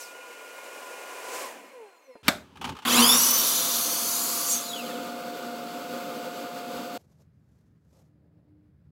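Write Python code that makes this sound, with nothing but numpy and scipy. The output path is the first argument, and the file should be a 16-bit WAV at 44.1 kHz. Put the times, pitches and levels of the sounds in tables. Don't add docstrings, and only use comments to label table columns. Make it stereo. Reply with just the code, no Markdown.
import sys
import numpy as np
from scipy import signal
from scipy.fft import rfft, irfft, next_fast_len
from scipy.io import wavfile

SR = 44100
rng = np.random.default_rng(int(sys.argv[2]) if len(sys.argv) > 2 else 0)


def output_pcm(signal):
    pcm = np.clip(np.atleast_2d(signal).T, -1, 1) * 32767
    wavfile.write(sys.argv[1], SR, np.round(pcm).astype(np.int16))


N = 392931
T = np.arange(N) / SR
HZ = np.fft.rfftfreq(N, 1 / SR)
SAW_MOMENT_S, QUIET_MOMENT_S = 2.228, 6.979
START_S, TRIGGER_S, BRAKE_S = 2.8324, 2.8505, 4.566


def amp(db):
    return 10 ** (np.asarray(db) / 20)


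def unit(x):
    return x / np.sqrt(np.mean(x ** 2) + 1e-20)


def db_at(colour, hz):
    f, db = np.transpose(colour)
    return np.interp(np.log(hz + 1), np.log(f + 1), db)


def since(s):
    return np.maximum(T - s, 0)


def swell(s, db, rise, fall):
    distance = np.where(T < s, (s - T) / rise, (T - s) / fall)
    return amp(db) / np.cosh(np.minimum(distance, 20))


def impact(s, t60, rise=.0004):
    return (1 - np.exp(-since(s) / rise)) * amp(-60 * np.minimum(since(s) / t60, 4))


def gate(start, end):
    return np.clip((T - start) / .004, 0, 1) * np.clip((end - T) / .004, 0, 1)


def drift(hz):
    size = next_fast_len(N // 20)
    rate = np.fft.rfftfreq(size, N / SR / size)
    slow = irfft(rfft(rng.standard_normal(size)) / (1 + (rate / hz) ** 4), size)
    return unit(np.interp(T, np.linspace(0, T[-1], size), slow))


def resonance(hz, width_hz):
    return 1 / (1 + (2 * (HZ - hz) / width_hz) ** 2)


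def noise_spectrum(colour, resonances=()):
    db = db_at(colour, HZ) + sum(peak_db * resonance(hz, width) for hz, width, peak_db in resonances)
    return rfft(rng.standard_normal(N)) * amp(db)


def noise(colour, resonances=()):
    return unit(irfft(noise_spectrum(colour, resonances), N))


def body_and_hiss(colour, resonances=()):
    spectrum = noise_spectrum(colour, resonances)
    low = 1 / (1 + (HZ / 3500) ** 8)
    return unit(irfft(spectrum * low, N)), unit(irfft(spectrum * (1 - low), N))


def tone(hz):
    cycles = np.cumsum(hz * np.ones(N)) / SR + rng.random()
    return np.sqrt(2) * np.sin(2 * np.pi * cycles) * (hz < SR * .4)


def whistle(hz, width_hz):
    phase = 2 * np.pi * np.cumsum(hz * np.ones(N)) / SR
    return drift(width_hz / 2) * np.cos(phase) + drift(width_hz / 2) * np.sin(phase)


def mode(hz, width_hz):
    return unit(irfft(rfft(rng.standard_normal(N)) * resonance(hz, width_hz), N))


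def reflections(t60, size=6000):
    taps = rng.standard_normal(size) * amp(-60 * np.arange(size) / SR / t60)
    return rfft(taps / np.linalg.norm(taps), N)


def near_bench(x, wet, t60):
    return irfft(rfft(x) * (np.sqrt(1 - wet) + np.sqrt(wet) * reflections(t60)), N)


def slowdown(from_s=1.35, slide_s=.641, early_steepness=1.024):
    left = np.exp(-since(from_s) / slide_s)
    return left / (1 + early_steepness * (1 - left))


# f/Hz, level/dB
DRAUGHT_COLOUR = [(53, -89), (90, -49), (169, -25), (260, -7), (544, 1.5), (821, -0.5), (896, -3.5),
                  (998, 2), (1290, -7), (1380, -4), (1640, -5), (2430, -7), (3740, -13), (7330, -10),
                  (16000, -20)]
# f/Hz, width/Hz, level/dB
DUCT_RESONANCES = [(496, 87, 6.9), (1012, 25, 8.1), (2440, 76, 7.4), (2880, 96, 2)]


def draught(jet_s=1.42, jet_width_s=.12, approach_db_per_s=6, gust_db=.5):
    share = slowdown()
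    jet = np.exp(-((T - jet_s) / jet_width_s) ** 2)
    distance_db = -approach_db_per_s * np.maximum(jet_s - T, 0)
    body_gain = amp(-40 + distance_db + 5.5 * jet) * share ** 1.6
    hiss_gain = amp(-47.5 + distance_db + 9.5 * jet) * share ** 2
    spray = swell(0, db=-45, rise=.05, fall=.05) + amp(-78)
    body, hiss = body_and_hiss(DRAUGHT_COLOUR, DUCT_RESONANCES)
    return (body * body_gain + hiss * np.hypot(hiss_gain, spray)) * amp(gust_db * drift(25))


# multiple of the speed, level/dB
MOTOR_PARTIALS = [(1, 0), (2, -5)]
# multiple of the speed, level/dB
SLOWING_GEARS = [(3, -5), (4, -1), (8, -5), (14.7, -8), (21.3, 1), (41, -3), (46, -2)]
# f/Hz, level/dB
MOTOR_HOUSING = [(200, -27), (340, -16), (440, 1), (520, 2.5), (565, -12), (660, -10), (800, -4),
                 (1000, -5), (1200, -11), (1430, -6), (1700, -10), (1950, -6), (2400, -12), (3000, -22),
                 (4500, -15), (7000, -16), (9000, -19), (11000, -24), (14000, -19), (16000, -40)]
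# t/s, boost/dB, width/s
HOOTS = [(1.44, 13, 0.04), (1.83, 10, 0.081), (2.1, 17, 0.033)]
# f/Hz, width/Hz, level/dB at full speed, exponent of speed
MACHINE_RING = [(2153, 60, -61, .8), (2422, 50, -58, 1.5), (2660, 70, -63, .9), (2920, 80, -60, 1.8),
                (4190, 90, -74, .1)]


def slowing_motor(turns_per_s=1427, level_db=-45.5, waver=.00286, flutter=.069, gear_flutter=.45):
    share = slowdown()
    speed = turns_per_s * share * (1 + waver * drift(40.5))
    gear_speed = speed * (1 + .012 * drift(90))
    hoots_db = sum(db * np.exp(-((T - s) / width) ** 2) for s, db, width in HOOTS)
    note = gears = 0
    for k, db in MOTOR_PARTIALS:
        gain = amp(db + hoots_db + db_at(MOTOR_HOUSING, k * speed))
        note += gain * tone(k * speed) * (1 + flutter * drift(36))
    for k, db in SLOWING_GEARS:
        gain = amp(db + db_at(MOTOR_HOUSING, k * speed))
        gears += gain * tone(k * gear_speed) * (1 + gear_flutter * drift(40))
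    gears = (1 - share) * near_bench(gears, wet=.25, t60=.12)
    ring = sum(amp(db) * whistle(hz, width) * share ** power for hz, width, db, power in MACHINE_RING)
    return amp(level_db) * share * (note + gears) + ring


def squeal(start_hz=7000, sag_s=.16, waver=.029):
    hz = start_hz * np.exp(-T / sag_s) * (1 + waver * drift(200))
    return tone(hz) * swell(.025, db=-49, rise=.06, fall=.03)


# f/Hz, level/dB
BUFFET_COLOUR = [(60, -50), (130, -27), (250, 7), (340, 3), (600, -27), (2000, -70)]


def buffet():
    return noise(BUFFET_COLOUR) * swell(1.56, db=-56, rise=.06, fall=.1)


# f/Hz, level/dB
KNOCK_COLOUR = [(60, -60), (140, -28), (250, 0), (450, 7), (900, -6), (2500, -20), (4500, -42),
                (16000, -60)]


def knock(level_db=-39):
    return noise(KNOCK_COLOUR) * amp(level_db) * impact(2.153, t60=.06, rise=.0015)


# f/Hz, level/dB
CRACK_COLOUR = [(120, -32), (200, -16.5), (806, -18.5), (1140, -2.5), (2290, 5), (3020, -8.5), (3620, 3.5),
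                (6400, -17), (8270, -8), (9230, -30), (9750, -11), (12200, -11), (16000, -18.5)]
# f/Hz, level/dB
THUD_COLOUR = [(59, -49), (100, -31.5), (224, 4.5), (433, -17.5), (621, 8.5), (1010, -10), (1480, 1),
               (2270, -20), (3540, -12.5), (4870, -16), (7450, -17), (14700, -40.5), (16000, -43.5)]


def clunk(slam_s=2.2812, bounce_s=2.2862, level_db=-5.5):
    approach = np.exp(-abs(T - slam_s) / .026) * gate(SAW_MOMENT_S, slam_s)
    slide = noise(GUARD_COLOUR) * amp(-34) * approach
    crack = noise(CRACK_COLOUR) * (impact(slam_s, t60=.025) + amp(-6) * impact(bounce_s, t60=.0125))
    thud = noise(THUD_COLOUR) * amp(-3) * impact(slam_s + .0027, t60=.044, rise=.0026)
    room = noise(THUD_COLOUR) + .57 * noise(CRACK_COLOUR)
    room *= amp(-20) * impact(slam_s, t60=.28, rise=.005)
    return amp(level_db) * (slide + crack + thud + room)


# t/s, level/dB, rise/s, fall/s
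ARM_MOVES = [(2.31, -44.5, 0.046, 0.069), (2.71, -40, 0.06, 0.028), (2.92, -47, 0.036, 0.13)]
# f/Hz, level/dB
ARM_COLOUR = [(15, -66.5), (25, -39), (75, -0.5), (108, -6.5), (277, -1.5), (317, -11.5), (382, -7),
              (600, -21.5), (780, -48.5), (1320, -120)]


def saw_arm():
    return noise(ARM_COLOUR) * sum(swell(*move) for move in ARM_MOVES)


# t/s, level/dB, t60/s
CLACKS = [(2.556, -45.5, .072), (2.571, -40, 0.048), (2.612, -31, 0.11), (2.642, -23.5, 0.048),
          (2.65, -25.5, 0.053), (2.67, -36, 0.15), (2.691, -28, 0.068), (2.72, -39.5, .06),
          (2.75, -43.5, 0.076), (2.765, -38.5, 0.089), (2.787, -37, 0.066), (2.82, -42.5, 0.16),
          (2.852, -23, 0.063)]
# f/Hz, level/dB
GUARD_COLOUR = [(240, -38), (400, -11), (676, -15), (893, -6), (964, -10.5), (1580, -7), (1900, -12),
                (2930, -6.5), (3690, -12.5), (16000, -33)]
# f/Hz, width/Hz, level/dB
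GUARD_RESONANCES = [(900, 320, 11), (1210, 220, 8), (3000, 120, 3.8)]


def blade_guard(room_db=-17, floor_db=-61):
    energy = amp(floor_db) ** 2
    for s, db, t60 in CLACKS:
        direct = impact(s, t60, rise=.0016)
        room = amp(room_db) * impact(s, t60=.27, rise=.0046)
        energy += amp(db) ** 2 * (direct ** 2 + room ** 2)
    return noise(GUARD_COLOUR, GUARD_RESONANCES) * np.sqrt(energy)


def trigger(level_db=-24.5):
    return noise(CRACK_COLOUR) * amp(level_db) * impact(TRIGGER_S, t60=.021)


# t/s, level/dB
CURRENT = [(2.866, -9.5), (2.93, -7.5), (3.0, 2), (3.1, -8.5), (3.16, -5.5), (3.19, -16), (3.6, -31.5),
           (4.5, -40.5)]


def current(rise_s=.006, fall_s=.069):
    switched = (1 - np.exp(-since(TRIGGER_S) / rise_s)) * np.exp(-since(BRAKE_S) / fall_s)
    return amp(np.interp(T, *np.transpose(CURRENT))) * switched


# f/Hz, level/dB
HUM_PARTIALS = [(241, -3.5), (482, -14.5), (723, -18.5), (975, -14)]


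def magnetic_hum(level_db=-20, waver=.011, flutter=.34):
    hum = sum(amp(db) * tone(hz * (1 + waver * drift(38))) * (1 + flutter * drift(25))
              for hz, db in HUM_PARTIALS)
    return amp(level_db) * hum * current()


SAW_TURNS_PER_S = 392


def saw_speed(run_up_s=.152, braking_s=.29, friction_turns_per_s=12):
    run_up = 1 - np.exp(-since(START_S) / run_up_s)
    friction = friction_turns_per_s / SAW_TURNS_PER_S
    braked = np.maximum((1 + friction) * np.exp(-since(BRAKE_S) / braking_s) - friction, 0)
    return run_up * braked * gate(TRIGGER_S, T[-1])


# multiple of the speed, level/dB starting, level/dB running, level/dB braking
GEAR_TONES = [(8, -14, -13, -24), (10.8, 0, -30, -30), (14.65, -14, -9, -24), (16, -2, -5, 0),
              (17, -5, -14, -18), (21.4, -4, -12, -22), (23.5, -14, -14, -8), (31.7, -2, -2, -8),
              (37.8, -9, -25, -20), (40.1, -14, -9, -12), (43, -9, -30, -16)]
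# f/Hz, level/dB
SAW_HOUSING = [(500, -14), (1450, -2), (2000, -13), (2500, -7), (3000, 1), (3500, 0), (4200, -4), (5100, 0),
               (6300, 0), (7000, -5), (7600, -1), (9400, -7), (10300, 4), (11400, -2), (12400, 1),
               (16000, -3)]
# f/Hz, level/dB
BRAKE_COLOUR = [(1400, 1), (2200, -3), (2700, 6), (4500, 3), (5500, -10), (16000, -14)]


def gear_whine(drive_db=-19.5, fade_db_per_s=16.5, brake_db=-41.5, rattle=.6):
    share = saw_speed()
    starting = np.interp(T, [3.12, 3.3], [1, 0])
    braking = np.clip(since(BRAKE_S) / .083, 0, 1)
    waver = .00112 + .008 * starting + .018 * braking
    speed = SAW_TURNS_PER_S * share * (1 + waver * drift(110))
    whine = 0
    for k, start_db, run_db, stop_db in GEAR_TONES:
        hz = k * speed
        db = run_db + (start_db - run_db) * starting + db_at(SAW_HOUSING, hz)
        db += (stop_db - run_db + db_at(BRAKE_COLOUR, hz)) * braking
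        whine += amp(db) * tone(hz) * (1 + rattle * drift(70))
    driven = amp(drive_db - fade_db_per_s * since(START_S)) * share
    braked = amp(brake_db) * share ** .4 * np.interp(T, [4.93, 5.15], [1, 0])
    load = driven * (1 - braking) + braked * braking
    return near_bench(whine * load, wet=.35, t60=.11)


# f/Hz, level/dB
BLADE_COLOUR = [(29, -66), (50, -35), (203, -15), (240, -11), (321, -14.5), (495, -16.5), (630, -18),
                (1150, -7.5), (1870, -19), (3410, -11.5), (4240, -4), (6240, -7), (9410, -9), (10600, -3.5),
                (16000, -9.5)]
# f/Hz, width/Hz, level/dB
DISC_RESONANCES = [(1150, 200, 1), (2980, 33, 6), (3500, 300, 7.6), (4620, 86, 5), (5400, 22, 4.4),
                   (6650, 590, 3.3), (7136, 106, 4.4), (7880, 38.9, 6.4), (10750, 66, 4), (10800, 170, 1.7),
                   (11460, 101, 0.997), (13390, 60, 4)]
# t/s, level/dB added to the hiss
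BITE = [(3.1, -2.5), (3.28, 2), (3.33, -1.5), (3.52, 0.5), (3.68, -1), (3.77, 0.5), (3.9, -1), (4.15, 0.5),
        (4.42, 0), (4.54, -2), (4.6, -6)]


def blade(roar_db=-42.5, strain_db=-22.5, hiss_db=-28.5, surge_db=19, settle_s=.37, throb=.12):
    share = saw_speed()
    roar, hiss = body_and_hiss(BLADE_COLOUR, DISC_RESONANCES)
    roar *= np.hypot(amp(roar_db) * share ** 2, amp(strain_db) * current() ** .47)
    _, shifted_hiss = body_and_hiss(BLADE_COLOUR, DISC_RESONANCES)
    shift = np.pi * T / .6
    hiss = (near_bench(hiss, wet=.6, t60=.04) * np.cos(shift)
            + near_bench(shifted_hiss, wet=.6, t60=.04) * np.sin(shift))
    bite_db = np.interp(T, *np.transpose(BITE))
    surge = np.exp(-since(TRIGGER_S) / settle_s)
    hiss *= amp(hiss_db + bite_db + surge_db * surge) * share ** 1.4
    mains = np.cos(2 * np.pi * 120 * T)
    return (roar + hiss) * (1 + throb * np.sqrt(current()) * mains)


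# multiple of the speed, level/dB
FAN_PARTIALS = [(1, -3), (2, -16), (3, -23.5), (4, -27.5)]
# f/Hz, level/dB
SUCTION_COLOUR = [(30, -45.5), (70, -27), (120, -12), (170, 1), (290, 0.5), (340, 0), (550, 1.5), (800, -5),
                  (1400, -4), (1850, -13.5), (2500, -8.5), (4700, -12.5), (8200, -18), (9300, -26.5),
                  (10500, -19.5), (15800, -18.5)]
# f/Hz, width/Hz, level/dB
HOSE_RESONANCES = [(240, 14, 15.5), (286, 27, 11), (514.5, 69, 11.8), (862, 53, 4.7), (1216, 65, 8.1),
                   (1327, 39.4, 4.4), (1469, 67, 8.64), (3556, 58, 5.5), (4510, 228.6, 5.3),
                   (5700, 500, -3.5), (8000, 200, 4)]


def dust_extractor(turns_per_s=708, run_up_s=.195, sag=.015, fan_db=-38, suction_db=-37):
    share = 1 - np.exp(-since(TRIGGER_S) / run_up_s)
    sawing = np.interp(T, [4.6, 4.9], [1, 0])
    speed = turns_per_s * share * (1 - sag * sawing) * (1 + .0011 * drift(11))
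    note = sum(amp(db) * tone(k * speed) * (1 + .12 * drift(27)) for k, db in FAN_PARTIALS)
    suction = noise(SUCTION_COLOUR, HOSE_RESONANCES) * amp(suction_db - 5 * sawing + drift(10))
    return note * amp(fan_db - 4 * sawing) * share ** 6 + suction * share


# t/s, level/dB, rise/s, fall/s, f/Hz, width/Hz, glide/(Hz per s)
BLADE_WHISTLES = [(3.22, -33, .03, .05, 5700, 50, 0), (3.5, -42, .12, .12, 7224, 25, 0),
                  (3.55, -37, .15, .2, 10950, 20, 0), (3.68, -36, .12, .13, 5776, 20, 0),
                  (3.8, -40, .06, .08, 6420, 90, 900), (3.95, -43, .15, .2, 4440, 35, 350),
                  (4.1, -41, .12, .13, 8990, 60, 200), (4.13, -40, .12, .06, 6215, 30, 100),
                  (4.3, -42, .07, .06, 7650, 70, 600), (4.32, -45, .12, .1, 13650, 120, 3500),
                  (4.42, -42, .15, .08, 1160, 90, 0), (4.66, -48, .04, .11, 6950, 90, -2500),
                  (4.76, -53, .06, .15, 7780, 80, -1700)]


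def blade_whistles():
    whistles = sum(whistle(hz + glide * (T - s), width) * swell(s, db, rise, fall)
                   for s, db, rise, fall, hz, width, glide in BLADE_WHISTLES)
    return whistles * np.clip(since(START_S + .2) / .15, 0, 1)


# f/Hz, level/dB
GRAZE_MODES = [(5798, -32), (6390, -27), (6977, -33.5), (7564, -32), (7865, -43), (8145, -34), (11057, -46),
               (12231, -49), (13948, -37)]
# f/Hz, level/dB
RASP_COLOUR = [(2500, -32.5), (4500, -14), (6800, -4), (8800, -5.5), (11000, 4), (13800, -3.5),
               (16000, -14)]


def graze(grain_db=2):
    rasp = noise(RASP_COLOUR) * amp(grain_db * drift(500)) * swell(4.512, db=-31, rise=.016, fall=.02)
    ring = sum(amp(db) * whistle(hz, width_hz=30) for hz, db in GRAZE_MODES)
    return rasp + ring * swell(4.52, db=-2, rise=.028, fall=.045)


def table_bump():
    return noise(ARM_COLOUR) * swell(6.765, db=-52, rise=.006, fall=.012)


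# f/Hz, level/dB
SHOP_COLOUR = [(15, -53), (25, -61), (70, -7), (161, -5), (185, -9.5), (242, -16), (840, -40), (1610, -39),
               (3160, -51.5), (5140, -52.5), (5570, -58), (16000, -60)]
# t/s, level/dB, rise/s, fall/s
RUSTLES = [(7.0, -65, 0.022, 0.026), (7.109, -72, .02, 0.0233), (7.22, -69, .025, 0.0117),
           (7.56, -78, 0.11, 0.09), (7.98, -67.5, 0.0516, 0.041)]
# f/Hz, level/dB
RUSTLE_COLOUR = [(100, -14), (500, 12), (1500, -7.5), (3000, -10.5), (6500, -6), (9500, -14), (12500, -11),
                 (16000, -27)]


def quiet_shop(rumble_db=-60.5, hum_hz=301, whirr_hz=480):
    rumble = noise(SHOP_COLOUR) * amp(rumble_db + drift(17))
    rustle = noise(RUSTLE_COLOUR) * sum(swell(*row) for row in RUSTLES) * amp(2 * drift(60))
    hum = mode(hum_hz, width_hz=5.6) + amp(-9) * mode(whirr_hz, width_hz=400)
    return rumble + rustle + hum * swell(8.28, db=-64, rise=.13, fall=.3)


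def microphone(x, width, balance, scatter, spread_s):
    apart = 1j * np.sqrt(1 - scatter) + np.sqrt(scatter) * reflections(spread_s)
    mid = rfft(x)
    side = apart * amp(db_at(width, HZ))
    lean = amp(db_at(balance, HZ) / 2)
    return np.array([irfft(mid * (1 + side) * lean, N), irfft(mid * (1 - side) / lean, N)])


# f/Hz, side minus mid level/dB
SLOWING_WIDTH = [(200, -31), (400, -50), (950, -17.5), (2400, 2.5), (6000, -1), (15000, -0.5)]
SAW_WIDTH = [(60, -25), (130, -35), (290, -39.5), (640, -19.5), (1410, -6.5), (3100, -19.5), (6820, -0.5),
             (15000, -5.5)]
SHOP_WIDTH = [(60, -33), (240, -17), (950, 3.5), (4000, 3.5), (15000, 1)]
# f/Hz, left minus right level/dB
SLOWING_BALANCE = [(400, -1.1), (3000, -1)]
SAW_BALANCE = [(400, 0), (2400, -0.2), (5500, -2), (10000, -0.7)]
SHOP_BALANCE = [(200, 0), (3000, .3)]


def scene():
    slowing = draught() + slowing_motor() + squeal() + buffet() + knock()
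    sawing = (clunk() + saw_arm() + blade_guard() + trigger() + magnetic_hum() + gear_whine()
              + blade() + dust_extractor() + blade_whistles() + graze() + table_bump())
    slowing = microphone(slowing, SLOWING_WIDTH, SLOWING_BALANCE, scatter=.97, spread_s=.095)
    sawing = microphone(sawing, SAW_WIDTH, SAW_BALANCE, scatter=.6, spread_s=.15)
    quiet = microphone(quiet_shop(), SHOP_WIDTH, SHOP_BALANCE, scatter=.65, spread_s=.06)
    return (slowing * gate(-1, SAW_MOMENT_S)
            + sawing * gate(SAW_MOMENT_S, QUIET_MOMENT_S)
            + quiet * gate(QUIET_MOMENT_S, T[-1]))


def record(dry):
    lowpass = signal.firwin(511, 15900, window=("kaiser", 9), fs=SR)
    return signal.oaconvolve(np.clip(dry, -1, 1), lowpass[None], "same", axes=1)


dry = scene()
out = record(dry)
output_pcm(out)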